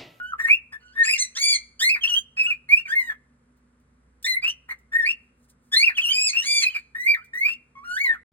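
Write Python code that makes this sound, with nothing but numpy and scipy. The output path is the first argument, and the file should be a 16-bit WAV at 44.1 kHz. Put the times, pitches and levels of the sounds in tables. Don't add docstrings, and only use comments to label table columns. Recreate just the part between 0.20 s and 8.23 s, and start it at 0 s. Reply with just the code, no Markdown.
import sys
import numpy as np
from scipy import signal
from scipy.fft import rfft, irfft, next_fast_len
from scipy.io import wavfile
from scipy.ndimage import uniform_filter1d

SR = 44100
rng = np.random.default_rng(int(sys.argv[2]) if len(sys.argv) > 2 else 0)


def persist_wave(psi):
    counts = np.round(np.clip(psi, -1, 1) * 32767).astype(np.int16)
    wavfile.write(sys.argv[1], SR, np.atleast_2d(counts).T)


N = 354255


def from_db(db):
    return 10 ** (np.asarray(db) / 20)


def rms_one(x):
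    return x / np.sqrt(np.mean(x ** 2) + 1e-20)


def at_hz(points, hz):
    freqs, values = np.transpose(points)
    return np.interp(np.log(hz + 1), np.log(freqs), values)


def coloured(spectrum, count, channels=1):
    size = next_fast_len(count)
    hz = np.fft.rfftfreq(size, 1 / SR)
    white = rng.standard_normal((channels, size))
    return rms_one(irfft(rfft(white) * from_db(at_hz(spectrum, hz)), size)[:, :count])


def wobble(rate_hz, count):
    sos = signal.butter(4, rate_hz, fs=SR, output="sos")
    return rms_one(signal.sosfilt(sos, rng.standard_normal(count + 2000))[2000:])


# f/Hz, phase/rad
LEFT_LEAD = [(300, 0.01), (1500, 1.99), (2400, 1.834), (4000, 1.63), (5400, 2.77), (8500, 6.05),
             (11700, 9.4), (15000, 12.3)]

def ports(hz):
    return np.exp(.5j * at_hz(LEFT_LEAD, hz) * np.array([[1], [-1]]))


# f/Hz, level/dB
AIR_COLOUR = [(30, -14.5), (50, -5.5), (90, -8), (200, 2), (330, -9.5), (480, -4), (700, -15), (1300, -8.5),
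              (2000, -14), (3000, -26), (4000, -28), (10500, -28.5), (14000, -61.5)]
# f/Hz, likeness (1 = the same)
AIR_LIKENESS = [(60, 0.56), (290, 1), (640, 0.085), (3000, .1), (6000, 0.92)]

def room_air():
    hz = np.fft.rfftfreq(N, 1 / SR)
    mid, side = rfft(coloured(AIR_COLOUR, N, channels=2))
    alike = at_hz(AIR_LIKENESS, hz)
    both = np.sqrt(1 + alike) * mid + np.sqrt(1 - alike) * side * [[1], [-1]]
    return from_db(-67.5) * rms_one(irfft(both * ports(hz), N))


# f/Hz, width/Hz, level/dB
HUM_TONES = [(61.34, 1.8, -72), (85.5, 9.1, -74), (137.5, 1.7, -72.5), (242.4, 7.3, -68.5)]

def appliance_hum():
    out = from_db(-68) * np.sqrt(2) * np.sin(2 * np.pi * HUM_TONES[0][0] * np.arange(N) / SR)
    for hz, width, db in HUM_TONES:
        decay = np.exp(-np.pi * width / SR)
        feedback = [1, -2 * decay * np.cos(2 * np.pi * hz / SR), decay ** 2]
        ringing = signal.lfilter([1, 0, -1], feedback, rng.standard_normal(N + SR))
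        out += from_db(db) * rms_one(ringing[SR:])
    return out * from_db([[-.6], [.6]])


def room(x, near_fade_s, far_db, wall_hz, bass_hz, near_db=-1.5, far_fade_s=.44):
    size = next_fast_len(N + SR)
    t, hz = np.arange(SR // 2) / SR, np.fft.rfftfreq(size, 1 / SR)
    noise = rng.standard_normal((2, 3, len(t))) * (t > .001)
    near = noise[0] * from_db(-60 * t / near_fade_s)
    far = noise[1] * from_db(-60 * t / far_fade_s)
    near, far = [rfft(e / np.sqrt(np.sum(e[0] ** 2)), size) for e in (near, far)]
    echoes = from_db(near_db) * near / (1 + .5j * hz / wall_hz)
    echoes += from_db(far_db) * far / (1 + 1j * hz / wall_hz)
    bass = 1 / (1 + (hz / bass_hz) ** 4)
    paths = (1 + np.sqrt(1 - bass) * echoes[0]) * ports(hz) + np.sqrt(bass) * echoes[1:]
    return irfft(rfft(x, size) * paths, size)[:, :N]


# middle t/s, half width/s, level/dB
FEATHER_SWELLS = [(5.03, 0.032, -80), (5.21, 0.028, -76), (5.245, 0.0128, -70), (5.302, 0.0096, -58.5),
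                  (5.47, 0.033, -71)]
# f/Hz, level/dB
FEATHER_COLOUR = [(2000, -20.5), (4500, -6.5), (7000, -4.5), (10500, -1), (13000, -8.5), (16000, -12)]

def feathers():
    t = np.arange(N) / SR
    level = sum(from_db(db) * np.exp(-.5 * ((t - s) / width) ** 2) for s, width, db in FEATHER_SWELLS)
    return level * from_db(1.52 * wobble(120, N)) * coloured(FEATHER_COLOUR, N)[0]


# t/s, relative level/dB
CLICKS = [(3.3691, -61.5), (3.5999, -63.5), (4.027, -33), (4.588, -54.5), (6.552, -38), (7.0447, -47)]

def beak():
    out, t = np.zeros(N), np.arange(1500) / SR
    highs = signal.butter(2, 3500, "high", fs=SR, output="sos")
    for s, db in CLICKS:
        noise, at = signal.sosfilt(highs, rng.standard_normal(len(t))), round(s * SR)
        out[at:at + len(t)] += noise * from_db(db - 7 - 60 * t / .084)
    return out


def rasp_bursts(notes, burst_s=.038, scratch_from_hz=2200):
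    t, (rasp, scratch) = np.arange(N) / SR, np.zeros((2, N))
    for s, length, _, hz, *_, db in notes:
        end = s + max(length, burst_s + .012)
        times = [s - .008, s + .0085, s + .91 * burst_s, s + burst_s, end, end + .0073]
        rasp += from_db(db) * np.interp(t, times, [.0015, 1, .66, .1, .1, 0], left=0)
        high = np.clip((hz - scratch_from_hz) / 300, 0, 1)
        scratch += high * from_db(db - 6) * np.interp(t, times, [0, 1, 1, .7, .7, 0])
    flutter = from_db(4.2 * wobble(46, N) + 2.5 * wobble(240, N))
    return rasp * flutter, scratch * flutter


# f/Hz, level/dB
RASP_TONE = [(250, -17), (600, -17), (1100, 0.5), (1800, 8), (2800, -13.5), (4000, -28.5), (16000, -23.5)]
# f/Hz, level/dB
SCRATCH_TONE = [(3100, -40), (3550, -3), (3900, -18), (4400, 0), (4900, -4), (5400, -30), (6500, -28),
                (7100, -4), (8000, -14), (16000, -25)]

def rasping(voice, rasp, scratch, shake_db):
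    shake = np.minimum(rasp * from_db(shake_db), .7) * wobble(450, N)
    return rasp * coloured(RASP_TONE, N)[0] + scratch * coloured(SCRATCH_TONE, N)[0] + shake * voice


# f/Hz, level/dB
BUZZ_COLOUR = [(5000, -5), (8500, -9), (10500, 13.5), (11800, 10.5), (13500, 11), (16000, 10)]

def high_partials(hz, phase, third_db, buzz_db, fall_db, rough_db):
    out, octaves = 0, np.log2(hz / 2000)
    buzz = from_db(buzz_db - np.maximum(16 * octaves, -36 * octaves))
    for k in range(3, 13):
        throat = 1 / (1 + (k * hz / 11500) ** 4)
        level = from_db(third_db - fall_db * (k - 3.5)) * throat
        level += (k > 3) * buzz * from_db(at_hz(BUZZ_COLOUR, k * hz))
        level *= from_db(rough_db * wobble(350, len(hz)) + 4 * wobble(25, len(hz)))
        out += level * (k * hz < 17000) * np.sin(k * phase)
    return out


# start t/s, end t/s, level/dB above partial 2, extra level/dB of the lowest tone
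DOUBLED_SPELLS = [(1.211, 1.38, -15.5, -27), (1.84, 2.005, -15, 2.5), (2.27, 2.305, -12, 23.5),
                  (2.3, 2.348, -15.5, 18), (2.505, 2.547, -16.5, 6), (2.793, 2.921, -8, 2),
                  (4.809, 4.838, -11, 4.5), (5.828, 5.922, -13, -1), (5.92, 6.121, -37, -9.5),
                  (6.25, 6.447, -13.5, -35), (7.244, 7.273, -16, 10), (7.68, 7.738, -23, 4),
                  (7.845, 7.948, -8.5, 7)]

def period_doubling(t, phase, second_db, rough_db):
    out = np.zeros(len(t))
    for start, end, db, lowest_db in DOUBLED_SPELLS:
        fade = np.clip(np.minimum(t - start, end - t) / .0093, 0, 1)
        if fade.any():
            gains = from_db([lowest_db, 0, -1.3, -2.6, -3.9])
            halves = sum(gain * np.sin((k + .5) * phase) for k, gain in enumerate(gains))
            out += fade * from_db(second_db + db + rough_db * wobble(100, len(t))) * halves
    return out


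def shaky_pitch(t, hz, pressed, jitter, rasp, trill_hz=105):
    unsteady = jitter * pressed + np.minimum(rasp * from_db(14), .03)
    hz = hz * (1 + unsteady * wobble(170, len(t)) + .003 * wobble(27, len(t)))
    trill = np.sin(2 * np.pi * trill_hz * t + 1.5 * wobble(30, len(t)))
    return hz * (1 + .011 * pressed ** 2 * trill)


# f/Hz, level/dB
LEAK_COLOUR = [(500, -27), (1200, -18.5), (2500, -10.5), (4000, 8), (7000, 7), (11000, -1), (16000, -12.5)]

def bird(contours, rasp, fall_db, buzz_db, rough_db, breath_db, jitter, hoarse, edge_s=.004):
    out, air = np.zeros(N), coloured(LEAK_COLOUR, N)[0]
    for rows in contours:
        times, *columns = np.transpose(rows)
        at = np.arange(max(int((times[0] - edge_s) * SR), 0), min(int((times[-1] + edge_s) * SR), N))
        t, count = at / SR, len(at)
        hz, first_db, second_db, third_db = [
            uniform_filter1d(np.interp(t, times, c), size=301, mode="nearest") for c in columns]
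        glide = uniform_filter1d(np.abs(np.gradient(np.log(hz))) * SR, size=600)
        pressed = np.clip(1 + (second_db - first_db) / 26, .15, 1)
        lively = np.clip(glide / 3, .45, 2.4)
        hz = shaky_pitch(t, hz, pressed, jitter * lively, rasp[at])
        phase = 2 * np.pi * np.cumsum(hz) / SR
        flutter_db = 2.8 * np.clip(lively, .7, 1) * wobble(70, count)
        first = from_db(first_db + flutter_db) * np.sin(phase)
        upper = from_db(second_db + rough_db * wobble(170, count) + 3 * wobble(25, count))
        upper *= np.sin(2 * phase)
        upper += high_partials(hz, phase, third_db, first_db + buzz_db, fall_db, rough_db)
        upper += period_doubling(t, phase, second_db, rough_db)
        upper *= 1 + hoarse * np.clip(glide / 3, .3, 5) * wobble(1200, count)
        loudness = from_db(first_db - 19) + from_db(second_db) + from_db(third_db)
        leak = loudness * from_db(breath_db) * (.4 + .3 * glide) * air[at]
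        fade = np.clip(np.minimum(t - times[0], times[-1] - t) / edge_s + 1, 0, 1) ** 2
        out[at] += (np.sqrt(2) * (first + upper) + leak) * fade
    return out


# t/s, length/s, f/Hz early and late, scoop and drop as shares of the pitch,
# level/dB early and late for each of partials 1, 2 and 3, rasp level/dB
CALLS = [(0.602, .16, 1478, 1450, 0.018, -0.38, -49.5, -57, -59, -68, -69.5, -66.5, -63),
         (0.831, 0.1373, 2513, 2520, 0.18, 0.16, -23, -24, -27.5, -33.5, -30.5, -38, -45),
         (0.978, 0.076, 2153, 1990, 0.23, 0.011, -27, -32, -36, -33, -27.5, -29.5, -60.5),
         (1.153, 0.21, 2281, 2310, 0.3, 0.094, -25, -20.5, -30, -20.5, -30, -28, -48),
         (5.906, .2, 2429, 2600, 0.064, .18, -19.5, -25.5, -26, -24.5, -36, -30, -55),
         (6.224, 0.22, 2379, 2294, 0.23, 0.1, -21.5, -23.5, -27.5, -23.5, -31.5, -34, -50.5)]

def answer_contours():
    out, u = [], np.arange(41) / 40
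    for s, length, early_hz, late_hz, scoop, drop, *db, _ in CALLS:
        head, tail = np.exp(-(u / .14) ** 1.4), np.exp(-(length * (1 - u) / .024) ** 2)
        held_hz = (early_hz + (late_hz - early_hz) * u) * (1 + .032 * u * (1 - u))
        hz = held_hz * (1 - scoop * head) * (1 - drop * tail)
        loss_db = (21.5 * head + 7 * tail) * np.array([[1], [.63], [.63]])
        early_db, late_db = np.reshape(db, (3, 2, 1)).swapaxes(0, 1)
        levels_db = early_db + (late_db - early_db) * u - loss_db
        out.append(list(zip(s + length * u, hz, *levels_db)))
    return out


def arc(u, start, middle, end):
    return start * (1 - u) * (1 - 2 * u) + 4 * middle * u * (1 - u) + end * u * (2 * u - 1)


# t/s, length/s, f/Hz at start, middle and end, level/dB at the same three points,
# level/dB of partial 2 above 1 at start and end, level/dB of partial 3 above 2, rasp level/dB
WHISTLES = [ (0, 0.11, 1456, 1474, 1520, -34.5, -30, -38, -29.5, -15.5, -19, -63),
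            (0.124, 0.013, 1414, 1407, 1256, -21, -35.5, -18, -30.5, -39, -16, -71.5),
            (0.187, 0.025, 1653, 1824, 1842, -45, -25.5, -31, -32, -31, 0.5, -37.5),
            (0.221, 0.032, 1950, 1874, 1851, -28.5, -28, -17.5, -29.5, -34.5, 2.5, -57.5),
            (0.263, 0.026, 1791, 2048, 2330, -34.5, -24.5, -27, -39, -28.5, 2.5, -40.5),
            (.3, 0.071, 2262, 2623, 2790, -16.5, -14, -37.5, -34.5, -29.5, -5, -72.5),
            (0.525, 0.043, 1707, 1755, 1744, -46, -35, -43.5, -15, -44, -3, -45),
            (0.757, 0.096, 1764, 1859, 1690, -41, -18, -30, -31.5, -28.5, -10, -45),
            (0.868, 0.032, 1706, 1930, 2483, -43.5, -21.5, -22.5, -25, -25, -15.5, -54),
            (0.902, 0.064, 2245, 2672, 2810, -21, -17.5, -30, -34.5, -17, -8, -52.5),
            (1.596, 0.0563, 1514, 1826, 2059, -52.5, -23.5, -19, 15.5, -10.5, -7, -49),
            (1.65, 0.052, 2076, 2114, 2170, -16, -20, -25.5, -10.5, -2.5, -12.5, -67),
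            (1.695, 0.058, 2425, 2600, 2288, -10, -22, -14, -17, -28, -12, -66.5),
            (1.755, 0.013, 2370, 2074, 2000, -20, -27.5, -28.5, -43, -33, -12, -40.5),
            (1.812, 0.021, 3150, 3170, 3160, -40, -29.5, -35, -16.5, -28, -10, -61),
            (1.834, 0.039, 2864, 2763, 2800, -16, -16.5, -26, -18, -28, -8.5, -48),
            (1.879, 0.017, 3357, 3140, 3060, -23.5, -26, -24, -24, -18, -25.5, -52.5),
            (1.895, 0.066, 2940, 2864, 2890, -23, -18, -6, -12.5, -27, -8, -62),
            (1.949, 0.058, 3013, 3168, 3124, -24, -17.5, -39.5, -28.5, -13.5, -8, -52.5),
            (2.17, 0.063, 2547, 2596, 2500, -32.5, -18.5, -16.5, -20, -23.5, -26, -47.5),
            (2.231, 0.043, 2566, 2564, 2655, -28, -21, -21, -23, -40.5, 2, -55),
            (2.267, 0.038, 2890, 2850, 2790, -22.5, -25, -21.5, -22, -30, -17, -55),
            (2.302, 0.028, 2725, 2452, 2464, -23, -16.5, -25, -28.5, -51, 1, -51),
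            (2.49, 0.054, 2088, 2318, 2420, -32.5, -15.5, -7.5, -18, -38.5, -16.5, -50.5),
            (2.552, 0.035, 2426, 2574, 2756, -26.5, -24, -22, -33.5, -22.5, -1, -64.5),
            (2.588, 0.022, 2784, 2755, 2680, -27.5, -23, -29.5, -24, -49.5, -8, -64.5),
            (2.656, 0.015, 2420, 2332, 2290, -31.5, -30, -35.5, -37, -45, -26, -52),
            (2.681, 0.061, 1513, 1671, 1930, -41.5, -27.5, -23.5, -6.5, -27, -11, -58.5),
            (2.754, 0.0753, 2082, 2124, 1922, -20.5, -18.5, -32, -33, -23.5, -7, -60),
            (2.831, 0.066, 1907, 1927, 1784, -37, -33, -33, -14, -25.5, -12.5, -65),
            (2.899, 0.024, 1795, 1732, 1540, -8, -35, -35, -37.5, -17, -41.5, -43),
            (4.046, 0.045, 1783, 1975, 2063, -30.5, -22, -17, 5, -17, -11, -50.5),
            (4.1, 0.055, 2070, 2030, 1983, -19, -18.5, -21, -9.5, -17, -15, -70.5),
            (4.147, 0.0406, 2007, 2105, 2016, -18, -21, -28.5, -26.5, -38, -12, -57),
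            (4.225, 0.0456, 2320, 2547, 2656, -34.5, -19.5, -27.5, -13.5, -33, -37, -47.5),
            (4.265, 0.043, 2677, 2816, 3006, -23, -18.5, -25.5, -28.5, -14, -6.5, -49),
            (4.491, 0.032, 1908, 2042, 2040, -41.5, -25.5, -30, -27, -23.5, -6.5, -39),
            (4.721, 0.061, 1763, 1834, 1903, -40.5, -21, -26.5, -29, -46, 1.5, -45),
            (4.79, 0.05, 1880, 1803, 1730, -16.5, -26.5, -28, -42, -19.5, -4.5, -66),
            (4.839, 0.028, 1789, 2012, 2410, -22, -22.5, -16, -49, -9.5, -17.5, -58.5),
            (4.869, 0.047, 2323, 2581, 2760, -16, -20.5, -18.5, -34, -25.5, -6, -45),
            (5.519, 0.042, 1673, 1776, 1983, -51.5, -25, -27.5, 11.5, -3.5, -12.5, -46),
            (5.564, 0.0702, 2036, 2152, 2380, -21, -20, -19, 2, -7.5, -15, -67),
            (5.642, 0.043, 2697, 2709, 2360, -14, -19.5, -7, -26, -30, -4, -57),
            (5.685, 0.05, 2455, 1750, 1402, -16, -34.5, -50.5, -24, -34, -22, -39),
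            (5.748, 0.0189, 3051, 3367, 3250, -51.5, -36, -36, -26, -24, 4, -64),
            (5.774, 0.037, 2810, 2635, 2747, -23, -18, -21.5, -15.5, -46, -0.5, -41),
            (5.819, 0.0544, 3322, 2870, 2790, -26, -19.5, -22, -27.5, -15.5, -3.5, -52),
            (5.881, 0.053, 2820, 3082, 3043, -25, -16, -20.5, -15.5, -31.5, -4.5, -51),
            (6.132, 0.041, 2535, 2572, 2744, -23, -25.5, -12, -23.5, -30, -5, -43.5),
            (6.183, 0.065, 2736, 2912, 2970, -15, -28.5, -49.5, -18.5, 6.5, -13, -54),
            (6.421, 0.061, 2636, 2528, 2483, -33.5, -20, -10.5, -20.5, -31.5, -9.5, -43),
            (6.5, 0.0374, 2993, 3217, 2990, -29.5, -47.5, -40.5, -34, -34, -5.5, -54),
            (6.547, 0.036, 2497, 2360, 2370, -29, -22, -36.5, -21, -27, -15, -42),
            (6.75, 0.12, 1842, 1969, 2133, -32, -26.5, -18, -30, -28.5, -4, -50),
            (6.872, 0.066, 2350, 2364, 2341, -21.5, -10.5, -21.5, -21, -31, -28, -69.5),
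            (6.94, 0.026, 2212, 1743, 1417, -24, -30.5, -70, -26, -26, -8, -53),
            (6.969, 0.06, 1405, 1317, 1560, -38.5, -50.5, -46, -29, -24.5, -24, -53.5),
            (7.135, 0.082, 1851, 1977, 2144, -33, -24.5, -19, -32, -34.5, -1, -53.5),
            (7.218, 0.048, 2155, 2272, 2467, -25, -19, -12.5, -23, -27.5, -14, -76),
            (7.266, 0.071, 2420, 2647, 2745, -16, -23.5, -26.5, -33, -29, -15, -47),
            (7.555, 0.079, 1100, 1102, 1124, -44, -42.5, -50.5, -15, -14.5, -23, -70.5),
            (7.644, .12, 1396, 1447, 1505, -39, -29.5, -25.5, -22.5, -14.5, -5.5, -52),
            (7.766, 0.095, 1560, 2238, 2038, -25.5, -21.5, -19.5, -19, -26, -8, -77),
            (7.86, 0.054, 2095, 1887, 1801, -20, -21, -16.5, -22, -34, -47, -58.5),
            (7.92, 0.042, 1768, 1617, 1338, -28.5, -35.5, -33.5, -24.5, -28, -31, -42.5), ]

def whistle_contours(slur_s=.012):
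    out, u, last_end = [], np.arange(13) / 12, -1
    for s, length, *hz, start_db, middle_db, end_db, early_db, late_db, third_db, _ in WHISTLES:
        first_db = arc(u, start_db, middle_db, end_db)
        second_db = first_db + early_db + (late_db - early_db) * u
        rows = list(zip(s + length * u, arc(u, *hz), first_db, second_db, second_db + third_db))
        if s - last_end < slur_s:
            rows = [row for row in out.pop() if row[0] < s] + rows
        out.append(rows)
        last_end = s + length
    return out


def scene():
    rasp, scratch = rasp_bursts(WHISTLES)
    answer_rasp, answer_scratch = rasp_bursts(CALLS)
    singer = bird(whistle_contours(), rasp, fall_db=2, buzz_db=-43.5, rough_db=1.5,
                  breath_db=-36, jitter=.007, hoarse=.02)
    answer = bird(answer_contours(), answer_rasp, fall_db=7, buzz_db=-45.5, rough_db=3.6,
                  breath_db=-31, jitter=.006, hoarse=.09)
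    singer += rasping(singer, rasp, scratch, shake_db=24) + beak() + feathers()
    answer += rasping(answer, answer_rasp, answer_scratch, shake_db=36.5)
    birds = room(singer, near_fade_s=.09, far_db=-21.5, wall_hz=3840, bass_hz=3900)
    birds += room(answer, near_fade_s=.12, far_db=-14.5, wall_hz=3007, bass_hz=4130)
    return from_db(-2.5) * birds + room_air() + appliance_hum()


def record(dry):
    return signal.sosfilt(signal.ellip(10, .5, 75, 15900, fs=SR, output="sos"), dry)


dry = scene()
out = record(dry)
persist_wave(out)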